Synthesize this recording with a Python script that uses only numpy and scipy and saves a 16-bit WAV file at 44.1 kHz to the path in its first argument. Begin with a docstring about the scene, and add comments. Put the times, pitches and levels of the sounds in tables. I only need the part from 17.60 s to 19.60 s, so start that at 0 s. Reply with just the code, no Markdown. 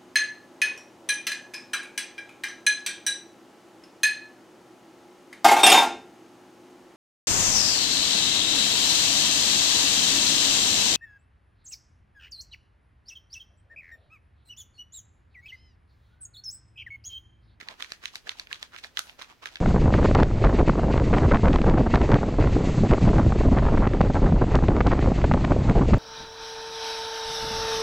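"""Shaking a dye bottle

A small plastic bottle is shaken hard, just over four times a second, slightly right of centre.
A mixing ball knocks on each end in turn and rattles along the wall; the liquid sloshes and gulps
at each turn. A small room answers over a faint steady background."""
import sys
import numpy as np
from scipy import signal
from scipy.fft import rfft, irfft
from scipy.io import wavfile

SR = 44100
rng = np.random.default_rng(int(sys.argv[2]) if len(sys.argv) > 2 else 0)


def put_to_file(sound):
    """Save the sound as 16-bit audio at rate SR, in the file named by the first command-line argument."""
    columns = np.atleast_2d(sound).T  # one column per channel
    safe = np.clip(columns, -1, 1)
    whole_steps = np.round(safe * 32767)
    wavfile.write(sys.argv[1], SR, whole_steps.astype(np.int16))


N = 88332


def amp(db):
    """Decibels to gain."""
    return 10 ** (np.asarray(db) / 20)


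def unit_rms(x):
    """Scale to rms 1."""
    return x / np.sqrt(np.mean(x ** 2) + 1e-20)


def bins_hz(size=2048):
    """FFT bin frequencies."""
    return np.fft.rfftfreq(size, 1 / SR)


def curve(points, hz):
    """Interpolate over log frequency."""
    points_hz, values = np.transpose(points)
    return np.interp(np.log(hz + 1), np.log(points_hz + 1), values)


def shelf(hz, corner_hz):
    """High shelf, 0 to 1."""
    return 1 - 1 / (1 + (hz / corner_hz) ** 4)


def hump(hz, centre_hz, width_oct):
    """Resonance peak of height 1."""
    return np.exp(-.5 * (np.log2((hz + 1) / centre_hz) / width_oct) ** 2)


def impulse(colour_db):
    """Minimum-phase pulse of unit energy."""
    log_gain = np.log(amp(np.r_[colour_db, colour_db[-2:0:-1]]))
    pulse = np.fft.ifft(np.exp(np.conj(signal.hilbert(log_gain)))).real
    return pulse / np.linalg.norm(pulse)


def correlate_with(a, b, correlation):
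    """Blend independent noises into one partly like a."""
    return correlation * a + np.sqrt(1 - correlation ** 2) * b


def pan(left, right, left_db, lag_s):
    """Source on the right: left channel softer and later."""
    delayed = np.r_[np.zeros(round(lag_s * SR)), left][:len(left)]
    return np.array([amp(left_db) * delayed, right])


def add(mix, time_s, sound):
    """Mix in at time_s."""
    part = mix[:, round(time_s * SR):][:, :sound.shape[1]]
    part += sound[:, :part.shape[1]]


# background spectrum (frequency [Hz], relative density [dB])
BACKGROUND_COLOUR = [(15, -6), (60, 6), (125, -3.5), (400, -6.5), (800, -12), (2000, -12), (5000, -17),
                     (9000, -29), (16000, -29)]


def background(level_db=-62, left_db=-.5):
    """Steady low rumble and faint hiss of the room."""
    gain = amp(curve(BACKGROUND_COLOUR, bins_hz(N)))
    right, other = unit_rms(irfft(rfft(rng.standard_normal((2, N))) * gain, N))
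    left = amp(left_db) * correlate_with(right, other, .57)
    return amp(level_db) * np.array([left, right])


LIQUID_LEFT_DB, LIQUID_LAG_S = -3.5, .00017
# splash spectrum (frequency [Hz], relative level [dB])
SPLASH_COLOUR = [(100, -14.5), (350, -5), (1700, -3), (2600, -0.5), (4000, -3.5), (6300, -10.5),
                 (8000, -16.5), (16000, -29.5)]
# liquid surges (crest time [s], level [dB], half width [s], treble [dB], gurgle pitch [Hz])
SLOSHES = [(-0.004, -43, 0.026, -0.5, 1650), (0.107, -45, 0.027, -5.5, 930),
           (0.205, -40.5, 0.01, 1.5, 1540), (0.234, -47.5, 0.027, 5, 1290), (0.319, -45.5, 0.02, 9, 1630),
           (0.442, -42.5, 0.013, 0.5, 1570), (0.458, -46.5, 0.02, 10, 2310), (0.558, -43, 0.017, 10.5, 670),
           (0.676, -42.5, 0.013, -1.5, 487), (0.714, -46, 0.01, 6.5, 1230), (0.797, -47, 0.023, 6.5, 870),
           (0.914, -44, 0.01, 1.5, 1680), (0.943, -45, 0.019, 2, 1240), (1.028, -47.5, 0.022, 6, 1060),
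           (1.147, -44, 0.016, -4, 1430), (1.185, -42, 0.0089, 12.5, 2060), (1.249, -43, 0.015, 5.5, 790),
           (1.388, -37, 0.014, 8.5, 1200), (1.486, -50.5, 0.036, 3.5, 800), (1.595, -42.5, 0.0055, -3, 625),
           (1.624, -44, 0.02, 2, 1340), (1.705, -49.5, 0.019, -2.5, 1000), (1.834, -38.5, 0.0078, -4, 1160),
           (1.868, -42, 0.011, 2, 1250), (1.942, -52.5, 0.036, 4, 745)]


def slosh(crest_s, level_db, half_width_s, treble_db, gurgle_hz, drops_per_s=2600, spread_db=5):
    """A swell of tiny droplet impacts, coloured by the bottle's air pocket."""
    hz, t = bins_hz(), np.arange(N) / SR
    drops = rng.choice([-1, 1], (2, N)) * (rng.random((2, N)) < drops_per_s / SR)
    drops = drops * amp(spread_db * np.minimum(rng.exponential(1, (2, N)), 4))
    splash_db = curve(SPLASH_COLOUR, hz) + treble_db * shelf(hz, corner_hz=2620)
    gurgle_db = 8 * hump(hz, gurgle_hz, width_oct=.37)
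    splash = signal.oaconvolve(drops, impulse(splash_db + gurgle_db)[None], axes=1)[:, :N]
    swell = amp(level_db) * .5 ** (abs((t - crest_s) / half_width_s) ** 1.54)
    right, other = swell * unit_rms(splash)
    return pan(correlate_with(right, other, .29), right, LIQUID_LEFT_DB, LIQUID_LAG_S)


# side-wall contacts (time [s], relative level [dB], wall pitch [Hz], nearer end of swing [in/out])
WALL_GRAZES = [(0.0114, -20, 2100, "out"), (0.2062, -19, 1970, "out"), (0.2451, -18.5, 2250, "out"),
               (0.4794, -25.5, 5100, "out"), (.7168, -23, 2000, "out"), (0.871, -27.5, 2670, "in"),
               (0.9447, -22, 3970, "out"), (0.9574, -26.5, 2600, "out"), (1.1630, -19, 2590, "out"),
               (1.1867, -22, 2800, "out"), (1.239, -22, 4180, "in"), (1.4955, -24, 3100, "in"),
               (1.5967, -29, 6700, "out"), (1.615, -19.5, 1730, "out"), (1.6452, -28, 2500, "out"),
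               (1.872, -19.5, 2900, "out"), (1.888, -25, 2540, "out"), (1.9693, -24, 3000, "in")]


def rattle(level_db, wall_hz, end):
    """The ball grazes the side wall in passing: a light, dull knock."""
    return knock(level_db, wall_hz, node_hz=7700, bass_db=0, treble_db=-12.5, end=end)


# air pockets in the dye (time [s], level [dB], start pitch [Hz])
AIR_POCKETS = [(0.026, -44, 295), (.117, -43.5, 650), (0.204, -37, 1155), (.540, -43, 1090),
               (0.67, -31.5, 1670), (.754, -48, 925), (0.813, -51, 1040), (0.9125, -28, 1740),
               (0.914, -41.5, 1100), (1.1447, -36.5, 1416), (1.244, -33.5, 1694), (1.249, -45, 670),
               (1.3735, -26, 1900), (1.3899, -26, 1396), (1.6142, -34.5, 1085), (1.709, -46, 1090),
               (1.831, -38, 1103)]


def gulp(level_db, pitch_hz, crest_s=.0017, glide_per_s=3.3):
    """An air pocket swells and rings for a few milliseconds, rising slightly in pitch."""
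    t = np.arange(0, 10 * crest_s, 1 / SR)
    envelope = (t / crest_s * np.exp(1 - t / crest_s)) ** 2
    phase = 2 * np.pi * pitch_hz * t * (1 + .5 * glide_per_s * t)
    ring = amp(level_db) * envelope * np.sin(phase)
    return pan(ring, ring, LIQUID_LEFT_DB, LIQUID_LAG_S)


def wall_pulse(colour_db, delay_at_1khz_s=.00058):
    """A pulse smeared by the wall: bending waves travel slower in the bass."""
    phase_lag = 4 * np.pi * delay_at_1khz_s * np.sqrt(1000 * bins_hz())
    return irfft(rfft(impulse(colour_db)) * np.exp(-1j * phase_lag))


# shell spectrum per end of swing (frequency [Hz], relative level [dB])
SHELL_COLOUR = {"out": [(150, -27.5), (750, -18.5), (1200, -3), (1850, 1), (2800, -3.5), (4100, 1),
                (4900, -5), (6200, -2), (7800, -12.5), (10000, -11), (16000, -23.5)], "in": [(100, -21),
                (450, -12), (1100, -8), (1700, 9), (2700, 4.5), (4700, 1), (6800, -5.5), (11000, -14),
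                (16000, -31)]}
# shell ringing relative to the pulse, per end of swing (left [dB], right [dB])
CHATTER_DB = {"out": (-1, -9), "in": (-5, -4)}
# bottle position per end of swing (left minus right [dB], left lag [s])
SWING_PAN = {"out": (-9, .00046), "in": (-1.5, .00018)}
# ball hits on the ends (time [s], relative level [dB], wall pitch [Hz], node pitch [Hz],
# bass [dB], treble [dB], end of swing [in/out])
END_HITS = [(0.0861, -15, 4070, 1460, -11, -11.5, "in"), (.2240, -8.5, 3340, 4600, -1.5, -9.5, "out"),
            (0.32, -13.5, 4360, 3370, 10.5, 0, "in"), (.4562, -7.5, 3100, 4630, -12, -10, "out"),
            (.5560, -14.5, 4230, 3100, 7, 2.5, "in"), (0.6929, -6, 3470, 1810, -1, -15, "out"),
            (0.7969, -14, 4500, 3140, -15, -3, "in"), (0.9285, -7.5, 2970, 5260, -22, -13, "out"),
            (1.0278, -13.5, 3460, 2670, 5.5, -0.5, "in"), (1.2452, -20, 4250, 3230, -2, -13, "in"),
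            (1.372, -4, 3200, 2370, -2.5, -13.5, "out"), (1.3920, -5, 3280, 2280, 9.5, 8, "out"),
            (1.6208, -17.5, 3430, 2830, 5, -4.5, "out"), (1.8571, -10.5, 1710, 4680, -14, -14, "out"),
            (1.9569, -16, 3560, 3020, -1.5, -12, "in")]


def knock(level_db, wall_hz, node_hz, bass_db, treble_db, end, chatter_t60_s=.011, gain_db=5):
    """The ball strikes damped plastic: sharp pulse, brief chatter. Rows: left, right, room send."""
    hz = bins_hz()
    # a resonance struck at its node is barely excited
    spot_db = 7.5 * hump(hz, wall_hz, width_oct=.25) - 8.5 * hump(hz, node_hz, width_oct=.1)
    tilt_db = bass_db * (1 - shelf(hz, corner_hz=1160)) + treble_db * shelf(hz, corner_hz=5780)
    shell_db = curve(SHELL_COLOUR[end], hz) + tilt_db
    pulse = wall_pulse(shell_db + spot_db)
    t = np.arange(len(pulse)) / SR
    burst = rng.standard_normal((2, len(t))) * amp(-60 * t / chatter_t60_s) * (t > .0004)
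    chatter = signal.fftconvolve(burst, pulse[None], axes=1)[:, :len(t)]
    chatter /= np.linalg.norm(chatter, axis=1, keepdims=True)
    left, right = pulse + chatter * amp(CHATTER_DB[end])[:, None]
    room_send = wall_pulse(shell_db + .5 * spot_db)  # radiated all round: smoother spectrum
    return amp(level_db + gain_db) * np.vstack([pan(left, right, *SWING_PAN[end]), room_send])


# reflection decay (frequency [Hz], T60 [s])
REVERB_T60 = [(1000, 0.2159), (4500, 0.1532), (8000, 0.2), (15000, 0.67)]
# reflection spectrum (frequency [Hz], level [dB])
REVERB_COLOUR = [(200, -37), (1200, -7), (4000, -4.5), (6500, -3.5), (14000, -16)]


def room(send, taps_per_s=5000, predelay_s=.0015, build_s=.013):
    """Dense random reflections, each band decaying at its own rate."""
    taps = rng.standard_normal((2, SR // 2)) * (rng.random((2, SR // 2)) < taps_per_s / SR)
    hz, frame_s, bands = signal.stft(taps, SR, nperseg=256)
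    bands = bands * amp(-60 * frame_s / curve(REVERB_T60, hz)[:, None])
    bands /= np.sqrt(np.mean(abs(bands) ** 2))
    bands *= amp(curve(REVERB_COLOUR, hz))[:, None]
    tail = signal.istft(bands, SR)[1]
    tail /= np.sqrt(tail.shape[1] * 256 / 1.5)  # normalise for length and Hann window
    t = np.arange(tail.shape[1]) / SR
    tail *= np.clip((t - predelay_s) / build_s, 0, 1)
    return signal.fftconvolve(send[None], tail, axes=1)[:, :N]


def scene(ball_send_db=-2, crossfade_hz=1.3):
    """Liquid and ball in the room; two reflection patterns slowly crossfade, keeping the tail even."""
    liquid = sum(slosh(*row) for row in SLOSHES)
    ball = np.zeros((3, N))
    for time_s, *row in WALL_GRAZES:
        add(ball, time_s, rattle(*row))
    for time_s, *row in AIR_POCKETS:
        add(liquid, time_s, gulp(*row))
    for time_s, *row in END_HITS:
        add(ball, time_s, knock(*row))
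    send = liquid[1] + amp(ball_send_db) * ball[2]  # knocks aim at the microphone: less room
    fade_phase = 2 * np.pi * crossfade_hz * np.arange(N) / SR
    reflections = room(send * np.cos(fade_phase)) + room(send * np.sin(fade_phase))
    return liquid + ball[:2] + reflections + background()


def record(dry, cutoff_hz=16300):
    """Low-pass band limit."""
    lowpass = signal.firwin(255, cutoff_hz, window=("kaiser", 9), fs=SR)
    return signal.oaconvolve(dry, lowpass[None], "same")


dry = scene()
out = record(dry)
put_to_file(out)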